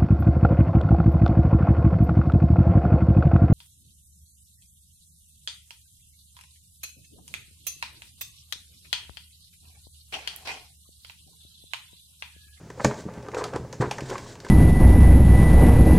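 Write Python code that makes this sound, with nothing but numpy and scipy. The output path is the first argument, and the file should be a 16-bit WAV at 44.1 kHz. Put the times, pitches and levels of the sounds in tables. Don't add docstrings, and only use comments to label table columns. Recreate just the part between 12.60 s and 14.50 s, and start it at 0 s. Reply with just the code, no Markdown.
import sys
import numpy as np
from scipy import signal
from scipy.fft import rfft, irfft
from scipy.io import wavfile
from scipy.ndimage import uniform_filter1d

SR = 44100
rng = np.random.default_rng(int(sys.argv[2]) if len(sys.argv) > 2 else 0)


def linear_from_db(decibels):
    return 10 ** (np.asarray(decibels, float) / 20)


def unload_audio(sound):
    columns = np.transpose(np.atleast_2d(sound))
    steps = np.round(np.clip(columns, -1, 1) * 32767)
    wavfile.write(sys.argv[1], SR, steps.astype(np.int16))


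N = 83790


def colour(x, points):
    f = np.maximum(np.fft.rfftfreq(2048, 1 / SR), 1)
    p = np.array(points, float)
    log_gain = np.interp(np.log(f), np.log(p[:, 0]), p[:, 1]) * np.log(10) / 20
    cepstrum = irfft(log_gain)
    cepstrum[1:1024] *= 2
    cepstrum[1025:] = 0
    return signal.fftconvolve(x, irfft(np.exp(rfft(cepstrum))))[:len(x)]


def unit(x):
    return x / np.sqrt(np.mean(x ** 2))


def mode(x, hz, t60):
    pole = np.exp(2j * np.pi * hz / SR - np.log(1000) / (t60 * SR))
    return signal.lfilter([1, -1], [1, -pole], x).real * SR / (2 * np.pi * hz)


def push(ms):
    w = np.hanning(int(ms * SR / 1000) + 3)
    return w / w.sum()


def rise(t, ms):
    return np.sin(np.pi / 2 * np.clip(t * 1000 / max(ms, .1), 0, 1)) ** 2


def add(out, s, x):
    i = int(s * SR)
    out[i:i + len(x)] += x[:N - i]


def walk(rate):
    k = int(SR / rate)
    return unit(uniform_filter1d(uniform_filter1d(rng.standard_normal(N), k), k))


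def swells(rows):
    t = np.arange(N) / SR
    return sum(linear_from_db(db) * np.exp(-((t - s) / half) ** 2) for s, db, half in rows)


def slips(per_s):
    return (rng.random(N) < per_s / SR) * rng.standard_normal(N)


# (frequency [Hz], level [dB], t60 [s])
SHELL_MODES = [(415, -10.5, 0.3), (520.5, -1, 0.044), (706.5, -9.5, 0.036), (840, 4, 0.019),
               (928, -19.5, 0.03), (1150, -13, 0.028), (1300, -30, 0.027), (1544, -10.5, 0.073),
               (1670, -41, 0.035), (1937, -13, 0.038)]


def ring_shell(force, stretch=1):
    return sum(linear_from_db(db) * mode(force, hz, stretch * t60) for hz, db, t60 in SHELL_MODES)


# (time [s], level [dB], ring [Hz], build-up [ms])
SHELL_KNOCKS = [(0.102, -29.5, 415, 2.1), (0.172, -34, 510, 6.7), (0.201, -40, 506, 3.0),
                (0.214, -26, 550, 2.7), (0.2471, -6, 594, 0.68), (0.384, -31, 415, 5.6),
                (0.485, -27.5, 532, 2.9), (0.629, -37, 523, 3.6), (0.659, -40, 444, 1.5),
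                (0.686, -29, 450, 2.9), (0.729, -32, 490, 4.7), (0.93, -25, 514, 3.4),
                (0.942, -28, 425, 2.2), (0.955, -32, 341, 8.3), (0.9594, -17, 450, 3.26),
                (1.046, -32.5, 532, 3.9), (1.13, -27, 519, 2.2), (1.208, -17, 334, 1.34),
                (1.243, -21.5, 376, 1.9), (1.493, -27, 413, 4.3), (1.511, -20.5, 390, 2.65),
                (1.519, -32, 417, 3.7)]
# (time [s], level [dB], ring [Hz], build-up [ms])
RIM_RAPS = [(0.195, -30, 1053, 1.4), (0.2462, -12.5, 1150, 1.1), (0.2464, -16.5, 2255, 0.41),
            (0.2496, -17.5, 1559, 1.8), (0.3114, -19, 966, 0.9), (0.487, -36.5, 1010, 1.25),
            (0.685, -29, 1220, 0.8), (0.84, -26.5, 1300, 1.8), (1.2035, -28, 674, 2.0),
            (1.2098, -29, 1940, 0.67), (1.216, -24.5, 970, 3.1), (1.2342, -21, 990, 2.3),
            (1.236, -32, 1730, 1.2), (1.256, -36, 1766, 0.85), (1.258, -25.5, 1100, 0.74),
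            (1.313, -20, 835, 1.2), (1.383, -28.5, 1820, 0.5), (1.386, -25.5, 900, 1.1),
            (1.496, -33, 1025, 1.5), (1.511, -31, 990, 1.6), (1.544, -29.5, 930, 1.9),
            (1.555, -22.5, 1100, 0.8), (1.661, -39.5, 988, 1.5), (1.755, -37.5, 940, 1.2),
            (1.846, -30, 403, 3.3), (1.848, -31.5, 920, 0.52), (1.866, -29.5, 1020, 0.24)]
# (time [s], level [dB], ring [Hz], build-up [ms])
TRIM_JUDDER = [(0.744, -20, 496, 4.5), (0.7665, -18, 466, 4.4), (0.783, -21.5, 476, 3.1),
               (0.7895, -22, 500, 2.3), (0.7978, -27, 454, 3.8), (0.8075, -25.5, 487, 3),
               (0.8192, -25, 460, 2.5), (0.832, -28.5, 914, 2), (0.853, -27.5, 500, 2.4),
               (0.86, -29.5, 563, 1.6), (0.781, -27.5, 1150, 2.6), (0.797, -28.5, 1150, 2.0),
               (0.81, -25.5, 1020, 2.0), (0.767, -28, 1390, 2.0), (0.851, -35, 1330, 1.6)]


def knocks():
    ring_t60_s, rattle_t60_s, rattle_db, shell_db = 0.02, 0.041, -4.5, -4.5
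    out, t = np.zeros(N), np.arange(4000) / SR
    for s, db, ring_hz, ms in SHELL_KNOCKS + RIM_RAPS + TRIM_JUDDER:
        late = np.maximum(t - ms / 1000, 0)
        swell = rise(t, ms)
        ring_decay = linear_from_db(-60 * late / (ring_t60_s + 2.5 * ms / 1000))
        ring = -swell * ring_decay * np.sin(2 * np.pi * ring_hz * t)
        rattle_decay = linear_from_db(-60 * late / 0.032) + linear_from_db(rattle_db - 60 * late / rattle_t60_s)
        grit = rng.standard_normal(len(t)) * swell * rattle_decay
        grit = np.convolve(grit, push(0.35 + 0.12 * ms))[:len(t)]
        body = ring_shell(grit)
        add(out, s, linear_from_db(db - 1) * (ring + linear_from_db(shell_db) * body / abs(body).max()))
    return out


# (frequency [Hz], level [dB], t60 [s])
TABLE_MODES = [(39.6, -19, 0.1), (71, -9, 0.14), (132.8, -3, 0.12), (178, -11.5, .12), (216.5, -8, 0.13),
               (277.2, -5, 0.14), (387, -7, 0.061)]


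def ring_table(force):
    return sum(linear_from_db(db) * mode(force, hz, t60) for hz, db, t60 in TABLE_MODES)


# (time [s], level [dB], contact [ms])
TABLE_BLOWS = [(.247, -13.5, 2.3), (0.256, -9, 3.14), (0.2782, -19, 4), (0.286, -36, 2.8),
               (0.454, -29, 2.4), (0.463, -24.5, 2.97), (0.575, -24, 5.25), (0.943, -20.5, 4.1),
               (0.997, -17.5, 7.1), (1.038, -29.5, 4.5), (1.202, -23.5, 2.26), (1.208, -25.5, 3.7),
               (1.228, -20.5, 2.8), (1.271, -21.5, 4.35), (1.421, -23.5, 2.57), (1.4361, -28.5, 3.5)]


def thumps():
    force = np.zeros(N)
    for s, db, ms in TABLE_BLOWS:
        add(force, s, -linear_from_db(db - 4.5) * push(ms))
    return ring_table(force)


# (time [s], level [dB], ring [Hz], t60 [s])
TABLE_BOOMS = [
    (0.2478, -19.5, 133.6, 0.12),
    (0.456, -32, 177.4, 0.26),
    (0.585, -30, 122.7, 0.14),
    (0.948, -36, 116.2, 0.43),
    (1.035, -39, 135, 0.27),
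    (1.1995, -16, 123.6, .15),
    (1.273, -25.5, 133.6, 0.19),
    (1.4328, -32, 128.5, .25),
]


def booms():
    out, t = np.zeros(N), np.arange(SR // 2) / SR
    for s, db, hz, t60 in TABLE_BOOMS:
        decay = linear_from_db(db - 60 * t / t60)
        add(out, s, -rise(t, 3.6) * decay * np.sin(2 * np.pi * hz * t))
    return out


# (time [s], level [dB], colour [Hz], build-up [ms])
SEAM_TICKS = [(0.1006, -38, 1760, 1.9), (0.2461, -13, 6700, 0.73), (0.3416, -37.5, 6340, 1.1),
              (0.537, -44, 2090, 1.4), (0.626, -47, 3500, 0.72), (0.66, -49, 1900, 1.1),
              (0.6848, -42.5, 3960, 0.59), (0.7169, -39, 2260, 0.32), (0.7444, -28.5, 2350, 2.5),
              (0.84, -21.5, 4500, 0.75), (0.9362, -35.5, 3100, 0.84), (0.9592, -32, 3470, 1.74),
              (1.127, -32, 6600, 0.28), (1.3113, -21, 3100, 0.52), (1.383, -29.5, 6440, 0.63),
              (1.4063, -31, 2630, 1.1), (1.496, -35.5, 4630, 0.8), (1.499, -30, 3450, 2.8),
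              (1.58, -31.5, 2120, 1.4), (1.7538, -41, 3200, 0.55), (1.8017, -35, 4730, 0.27),
              (1.848, -36.5, 2130, 0.57), (1.886, -34.5, 2550, 0.49)]
# (frequency [Hz], density [dB per Hz])
CRACK_COLOUR = [(880, -24.5), (1500, 1), (3840, -8.5), (5660, -5), (7030, -8), (8320, -13), (13900, -28.5),
                (16000, -57)]


def ticks():
    crack_t60_s, tail_t60_s, tail_db, tint_db = 0.01, 0.16, -11, 6.5
    out, t = np.zeros(N), np.arange(6000) / SR
    for s, db, hz, ms in SEAM_TICKS:
        late = np.maximum(t - ms / 1000, 0)
        crack = linear_from_db(-60 * late / (crack_t60_s + 3.4 * ms / 1000))
        tail = linear_from_db(tail_db - 60 * late / tail_t60_s)
        burst = colour(rng.standard_normal(len(t)), CRACK_COLOUR) * rise(t, ms) * (crack + tail)
        burst = colour(burst, [(hz / 1.67, 0), (hz, tint_db), (hz * 1.29, 0)])
        add(out, s, linear_from_db(db + 2.5) * burst / abs(burst).max())
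    return out


# (centre time [s], level [dB], half length [s])
SHELL_DRAGS = [(.205, -33.5, 0.0082), (.322, -39.5, 0.017), (.742, -38.5, 0.004), (.80, -42, 0.074),
               (.85, -44.5, 0.0061), (.952, -34.5, 0.014), (1.222, -37, 0.014), (1.25, -39, 0.036),
               (1.40, -39, 0.01), (1.47, -60, 0.034), (1.52, -40.5, 0.032), (1.598, -45.5, 0.01)]


def scrapes():
    grains = slips(2500) * linear_from_db(3.7 * walk(130))
    grains = np.convolve(grains, push(0.55), "same")
    shell = unit(ring_shell(grains, 0.39))
    softer = np.convolve(grains, push(0.88), "same")
    table = unit(sum(mode(softer, hz, 0.019) for hz, _, _ in TABLE_MODES[4:]))
    return swells(SHELL_DRAGS) * (shell + linear_from_db(-2.5) * table)


# (time [s], level [dB])
HAND_PRESSURE = [
    (0.0, -61),
    (0.38, -57),
    (0.492, -48),
    (1.48, -49.5),
    (1.9, -51),
]
# (centre
# time [s], level [dB], half length [s])
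HAND_STROKES = [(0.214, -52.5, 0.039), (0.245, -42, 0.0022), (0.262, -40, 0.015), (0.294, -50.5, 0.047),
                (0.401, -51.5, 0.042), (0.56, -58.5, 0.032), (0.792, -43.5, 0.024), (0.855, -53, 0.049),
                (0.967, -53.5, 0.04), (1.218, -42.5, 0.012), (1.251, -55.5, 0.046), (1.406, -52.5, 0.096),
                (1.525, -46.5, 0.045), (1.608, -51, 0.034), (1.697, -51.5, 0.052), (1.89, -52.5, 0.058)]
# (frequency [Hz], density [dB per Hz])
SKIN_COLOUR = [(880, -88), (1500, -2.5), (2560, -15), (3480, -10.5), (7540, -11), (14600, -42),
               (15500, -20), (16000, -111)]


def rubbing():
    grains = slips(900) * linear_from_db(0.8 * rng.exponential(size=N))
    grains = np.convolve(grains, push(0.47), "same") * linear_from_db(4 * walk(17.4))
    shell = unit(ring_shell(grains, 1.93))
    table = unit(ring_table(np.convolve(grains, push(1.7), "same")))
    time_s, pressure_db = np.array(HAND_PRESSURE).T
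    pressure = linear_from_db(np.interp(np.arange(N) / SR, time_s, pressure_db) - 4)
    skin = unit(colour(rng.standard_normal(N), [(700, -0.33)] + SKIN_COLOUR))
    skin = skin * linear_from_db(2.0 * walk(80))
    return pressure * (shell + linear_from_db(1.5) * table) + linear_from_db(3.5) * swells(HAND_STROKES) * skin


def room(x):
    t60_s, top_t60_s, low_hz = 0.52, 0.29, 233
    t = np.arange(SR // 2) / SR
    n = rng.standard_normal(len(t))
    low = signal.lfilter([.15], [1, -.85], n)
    echo = low * linear_from_db(-60 * t / t60_s) + .5 * (n - low) * linear_from_db(-60 * t / top_t60_s)
    echo = echo * np.clip(t / .008, 0, 1)
    sent = colour(x, [(low_hz / 2, -12), (low_hz, 0)])
    return linear_from_db(-14.5) * signal.fftconvolve(sent, echo / np.sqrt(np.sum(echo ** 2)))[:N]


# (frequency [Hz], density [dB per Hz])
AIR_COLOUR = [(12, -129), (20, -9.5), (120, 4), (337, -5), (410, -5), (2990, -27), (6720, -25.5),
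              (13900, -42.5), (16000, -41)]
AIR_DB = -42.5


def air():
    hum_hz, hum_width_hz, hum_db, line_db = 121.7, 26, -54, -51.5
    noise = uniform_filter1d(uniform_filter1d(rng.standard_normal(N), size=150), size=110)
    hum = unit(mode(noise, hum_hz, 1.0 / hum_width_hz))
    phase = 2 * np.pi * np.cumsum(hum_hz + 1.27 * walk(3.7)) / SR
    line = linear_from_db(line_db + 1.6 * walk(7.7)) * np.sqrt(2) * np.sin(phase)
    return linear_from_db(AIR_DB - 4.5) * unit(colour(rng.standard_normal(N), AIR_COLOUR)) + linear_from_db(hum_db) * hum + line


# (frequency [Hz], side minus mid [dB])
PORT_COLOUR = [(60, -51), (110, -43.5), (200, -42), (380, -39.5), (700, -36), (1290, -29), (2380, -19.5),
               (4400, -11), (8120, -3.5), (15000, 3.5)]


def port_difference(wet):
    hiss = unit(colour(rng.standard_normal(N), AIR_COLOUR))
    hiss = linear_from_db(AIR_DB + 6) * colour(hiss, PORT_COLOUR)
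    drifting = linear_from_db(-1) * colour(wet, PORT_COLOUR) * walk(300)
    return colour(drifting + hiss, [(100, 3.0), (1000, -1.5), (3000, -8.5), (9000, -11.5)])


def scene():
    near = knocks() + thumps() + booms() + ticks() + scrapes() + rubbing()
    wet = near + room(near)
    side = port_difference(wet)
    return wet + air() + np.array([side, -side])


def roll_off(x):
    return signal.sosfilt(signal.butter(12, 16470, fs=SR, output="sos"), x)


def record(dry):
    top_cut = signal.ellip(8, .3, 60, 16000, fs=SR, output="sos")
    mix = signal.sosfilt(top_cut, dry)
    return roll_off(mix)


dry = scene()
out = record(dry)
unload_audio(out)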